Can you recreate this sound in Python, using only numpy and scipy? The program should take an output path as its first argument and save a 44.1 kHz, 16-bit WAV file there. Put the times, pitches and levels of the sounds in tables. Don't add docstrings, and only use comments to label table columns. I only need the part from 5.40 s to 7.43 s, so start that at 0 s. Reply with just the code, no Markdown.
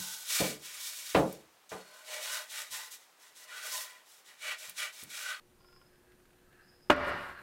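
import sys
import numpy as np
from scipy import signal
from scipy.fft import rfft, irfft, next_fast_len
from scipy.io import wavfile
from scipy.ndimage import map_coordinates

SR = 44100
rng = np.random.default_rng(int(sys.argv[2]) if len(sys.argv) > 2 else 0)


def int16_out(signal):
    q = np.round(np.clip(np.atleast_2d(signal).T, -1, 1) * 32767)
    wavfile.write(sys.argv[1], SR, q.astype(np.int16))


def linear_from_db(decibels):
    return 10 ** (np.asarray(decibels, float) / 20)


N = 89434

# (time [s], peak [dB])
CONTACT_TIMES = [
    (1.4987, -15.5),
    (1.5012, -9.5),
    (1.5043, -32),
    (1.5110, -16),
    (1.5255, -23),
]
# (frequency [Hz], level [dB])
KNOCK_TONES = [(55, -12.5), (88, -13), (170, -10.5), (265, -1.5), (305, -4.5), (372, -6), (600, -4.5),
               (860, -12), (1090, -4), (1370, 4.5), (1550, -11), (2020, -4), (2500, -4), (2900, -6)]
KNOCK_TONE_DECAYS = [.1, .09, .05, .06, .12, .1, .08, .05, .08, .05, .05, .04, .04, .05]
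# (frequency [Hz], level [dB], 60 dB decay [s])
TUBE_TONES = [(544, -33.5, 0.55), (575, -31, 0.55), (591, -22.5, 0.36), (676, -36, 0.64),
              (1091, -36.5, 0.61), (1420, -38.5, 0.58), (1448, -35.5, 0.65), (1817, -36, 0.59)]
# (frequency [Hz], level [dB per Hz])
CRACK_COLOUR = [(40, -29), (100, -6), (550, -4), (880, -3), (1500, -3.5), (3000, -14.5), (6500, -30),
                (12500, -39.5), (15800, -53)]
# (frequency [Hz], 60 dB decay [s])
ROOM_DECAY = [(60, 0.73), (300, 0.62), (1500, 0.95), (4000, 0.98), (9000, 0.83)]
# (frequency [Hz], level [dB])
ROOM_TONE = [(40, 8.5), (200, -2.5), (600, -2.5), (900, -0.5), (1500, 0.5), (2400, -1), (3200, -5.5),
             (5000, -2), (7000, -11)]
# (time [s], peak [dB])
HINGE_SLIPS = [(0.2057, -59), (0.2447, -55.5), (0.2855, -57), (0.3267, -55), (0.3617, -56), (0.4141, -54.5)]
# (frequency [Hz], level [dB], 60 dB decay [s])
HINGE_TONES = [(1070, -7, .11), (1400, -6, .14), (1900, -12, .02), (2400, -11, .02), (2900, -9, .025),
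               (3400, -12, .02)]
# (time [s], peak [dB])
HINGE_CREAKS = [(.556, -69), (.719, -65), (.80, -67), (.854, -66), (.905, -65), (.93, -67), (.985, -68),
                (1.127, -65)]
# (frequency [Hz], level [dB])
CREAK_COLOUR = [(500, -42), (1300, -1), (2700, -4.5), (3800, -8), (5500, -20)]
# (time [s], level [dB])
RUB_LEVEL = [(0, -84), (.08, -99), (.5, -81), (.58, -77.5), (.72, -75.5), (.8, -84), (1.05, -79),
             (1.14, -66.5), (1.27, -72.5), (1.41, -79.5), (1.45, -84), (1.9, -61.5), (1.96, -61.5),
             (2.005, -57.5), (2.03, -76)]
# (frequency [Hz], width [Hz], level [dB])
RUB_RESONANCES = [(1303, 40, 4.5), (1641, 320, 5), (2600, 250, -6), (4210, 360, -12.5)]
# (time [s], length [s], level [dB])
FINGER_BRUSHES = [(1.565, .0015, -55), (1.6, .04, -70), (1.648, .005, -68), (1.668, .004, -76),
                  (1.683, 0.02, -65), (1.815, 0.13, -75.5)]
# (frequency [Hz], level [dB])
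SKIN_COLOUR = [(4000, -45), (7500, 3), (9000, -2), (11000, 1.5), (13000, -3), (15500, -11)]
# (start [s], rise [s], hold [s], fall [s], level [dB])
CRICKET_TRILLS = [(0.158, 0.12, 0.061, 0.32, -72.5), (1.203, 0.094, 0.09, .25, -72)]
# (frequency [Hz], width [Hz], level [dB])
WING_RESONANCES = [(4880, 80, -5), (4980, 80, -3), (5115, 80, 0), (5240, 80, -4)]
# (frequency [Hz], level [dB per Hz])
AIR_COLOUR = [(20, 3), (40, -7), (150, -7.5), (330, -12), (520, -15), (900, -19), (2500, -25),
              (5000, -29.5), (15800, -31.5)]
# (frequency [Hz], level [dB], width [Hz])
LAMP_LINES = [(360.7, -73, 12), (482, -84, 14), (9530, -83, 70), (14150, -93, 90)]
# (time [s], gain [dB])
GAIN_MOVES = [(1.495, 2.5), (1.51, -6.5), (1.556, -6), (1.62, -1), (1.7, 6.5), (1.78, 6.5), (1.9, 8.5),
              (1.96, 4), (2.03, 8)]


def knock():
    main_s, main_db = CONTACT_TIMES[1]
    tones = np.column_stack([KNOCK_TONES, KNOCK_TONE_DECAYS])
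    ring = linear_from_db(-11.5) * struck(CONTACT_TIMES, tones, scatter_db=2, beat_hz=18)
    tubes = struck([(main_s, 0)], TUBE_TONES, scatter_db=0, beat_hz=4.9)
    ring = ring + tubes * linear_from_db(1.43 * wobble(25.18))
    crack = linear_from_db(-4.5) * bursts(CONTACT_TIMES, t60=0.058) * hiss(CRACK_COLOUR)

    impulse = linear_from_db(main_db + 30) * (np.arange(N) == round((main_s + .004) * SR))
    blow = filtered(impulse, lambda hz: linear_from_db(along(CRACK_COLOUR, hz)))
    blow = blow * (np.arange(N) > main_s * SR)
    to_room = linear_from_db(-9) * ring + blow
    return ring + crack, to_room


def room(x):
    hz, t, noise = signal.stft(rng.standard_normal(SR), SR, nperseg=256)
    decay_db = 60 * t / along(ROOM_DECAY, hz)[:, None]
    shaped = noise * linear_from_db(along(ROOM_TONE, hz)[:, None] - decay_db)
    tail = signal.istft(shaped, SR, nperseg=256)[1]
    rise_s = 0.0057
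    tail = tail * (1 - np.exp(-(np.arange(len(tail)) / SR / rise_s) ** 2))
    return signal.fftconvolve(x, tail / np.linalg.norm(tail))[:N]


def hinge():
    slips = linear_from_db(-6) * struck(HINGE_SLIPS, HINGE_TONES, scatter_db=2, beat_hz=31)
    creak_t60 = 0.04
    jerks = bursts(HINGE_CREAKS, creak_t60) + linear_from_db(-12) * bursts(HINGE_SLIPS, creak_t60)
    creaks = jerks * hiss(CREAK_COLOUR)
    grains = rng.standard_normal(N) * linear_from_db(1.8 * wobble(59.9))
    rub = linear_from_db(curve(RUB_LEVEL)) * unit(filtered(grains, peaks(RUB_RESONANCES)))
    return slips + creaks + rub


def fingers():
    t = np.arange(N) / SR
    strokes = sum(linear_from_db(db) * np.exp(-((t - s) / length) ** 2) for s, length, db in FINGER_BRUSHES)
    return hiss(SKIN_COLOUR) * strokes


def cricket():
    tooth_hz, jitter = 177, .4
    slack_hz = 168
    count = int(tooth_hz * N / SR) - 2
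    times = (np.arange(count) + 1 + jitter * (2 * rng.random(count) - 1)) / tooth_hz
    clicks = np.bincount((times * SR).astype(int), minlength=N) * 1.

    shape, slack = np.zeros(N), np.zeros(N)
    for s, rise, hold, fall, db in CRICKET_TRILLS:
        full = s + rise
        fading = full + hold
        swell = [(s, 0), (full, 1), (fading, 1), (fading + fall / 2, .35), (fading + fall, 0)]
        shape += linear_from_db(db) * curve(swell)
        slack += curve([(s - .01, 0), (s, 1), (s + rise / 2, 1), (full, 0)])

    lowered = [(hz - slack_hz, width, db) for hz, width, db in WING_RESONANCES]
    low = unit(filtered(clicks, peaks(lowered)))
    high = unit(filtered(clicks, peaks(WING_RESONANCES)))
    trill = np.sqrt(slack) * low + np.sqrt(1 - slack) * high
    return trill * shape * linear_from_db(3 * wobble(42.5))


def background():
    t = np.arange(N) / SR
    out = linear_from_db(-66.5) * hiss(AIR_COLOUR)
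    for hz, db, width in LAMP_LINES:
        fuzz = unit(filtered(rng.standard_normal(N), lambda f: np.exp(-((f - hz) / width) ** 2)))
        steady = np.sin(2 * np.pi * hz * t) * (width < 20)
        out = out + linear_from_db(db) * (steady + .5 * fuzz)
    return out


def struck(events, modes, scatter_db, beat_hz=0):
    out, t = np.zeros(N + SR), np.arange(SR // 2) / SR
    hz, level, t60 = np.transpose(modes)[:, :, None]
    attack = 1 - np.exp(-t / .0005)
    for s, db in events:
        scatter, detune, phase = rng.standard_normal((3, len(modes), 1))
        pair = np.sin(2 * np.pi * (hz * t + phase))
        pair = pair + .5 * np.sin(2 * np.pi * ((hz + beat_hz * detune) * t + phase))
        fade = linear_from_db(db + level + scatter_db * scatter - 60 * t / t60)
        out[round(s * SR):][:len(t)] += attack * (pair * fade).sum(0)
    return out[:N]


def bursts(events, t60):
    t = np.arange(N) / SR
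    out = np.zeros(N)
    for s, db in events:
        edge = np.clip((t - s) / .0006, 0, 1) ** 2
        out += edge * linear_from_db(db - 60 * np.abs(t - s) / t60)
    return out


def peaks(table):
    return lambda f: sum(linear_from_db(db) * (f * w) ** 2 / (c * c - f * f + 1j * f * w) ** 2 for c, w, db in table)


def hiss(points):
    return unit(filtered(rng.standard_normal(N), lambda hz: linear_from_db(along(points, hz))))


def filtered(x, response):
    m = next_fast_len(N + 8192)
    return irfft(rfft(x, m) * response(np.fft.rfftfreq(m, 1 / SR)), m)[:N]


def wobble(rate):
    knots = rng.standard_normal(int(N * rate / SR) + 4)
    return map_coordinates(knots, [np.arange(N) * rate / SR])


def curve(rows):
    return np.interp(np.arange(N) / SR, *np.transpose(rows))


def along(points, hz):
    f, v = np.transpose(points)
    return np.interp(np.log(hz + 1), np.log(f + 1), v)


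def unit(x):
    return x / np.sqrt(np.mean(x ** 2) + 1e-20)


def scene():
    direct, to_room = knock()
    knocking = direct + linear_from_db(-7) * room(to_room)
    return (knocking + hinge() + fingers() + cricket() + background())[None]


def low_pass(x):
    return signal.sosfilt(signal.butter(12, 16250, fs=SR, output="sos"), x)


def record(dry):
    x = dry[0] * linear_from_db(curve(GAIN_MOVES))
    ceiling, knee = .56, 4
    x = x / (1 + np.abs(x / ceiling) ** knee) ** (1 / knee)
    treble_cut = lambda hz: np.clip((15800 - hz) / 900, 0, 1) ** .5
    bass_cut = lambda hz: 1j * hz / (1j * hz + 20)
    x = filtered(x, lambda hz: treble_cut(hz) * bass_cut(hz))
    return low_pass(x[None])


dry = scene()
out = record(dry)
int16_out(out)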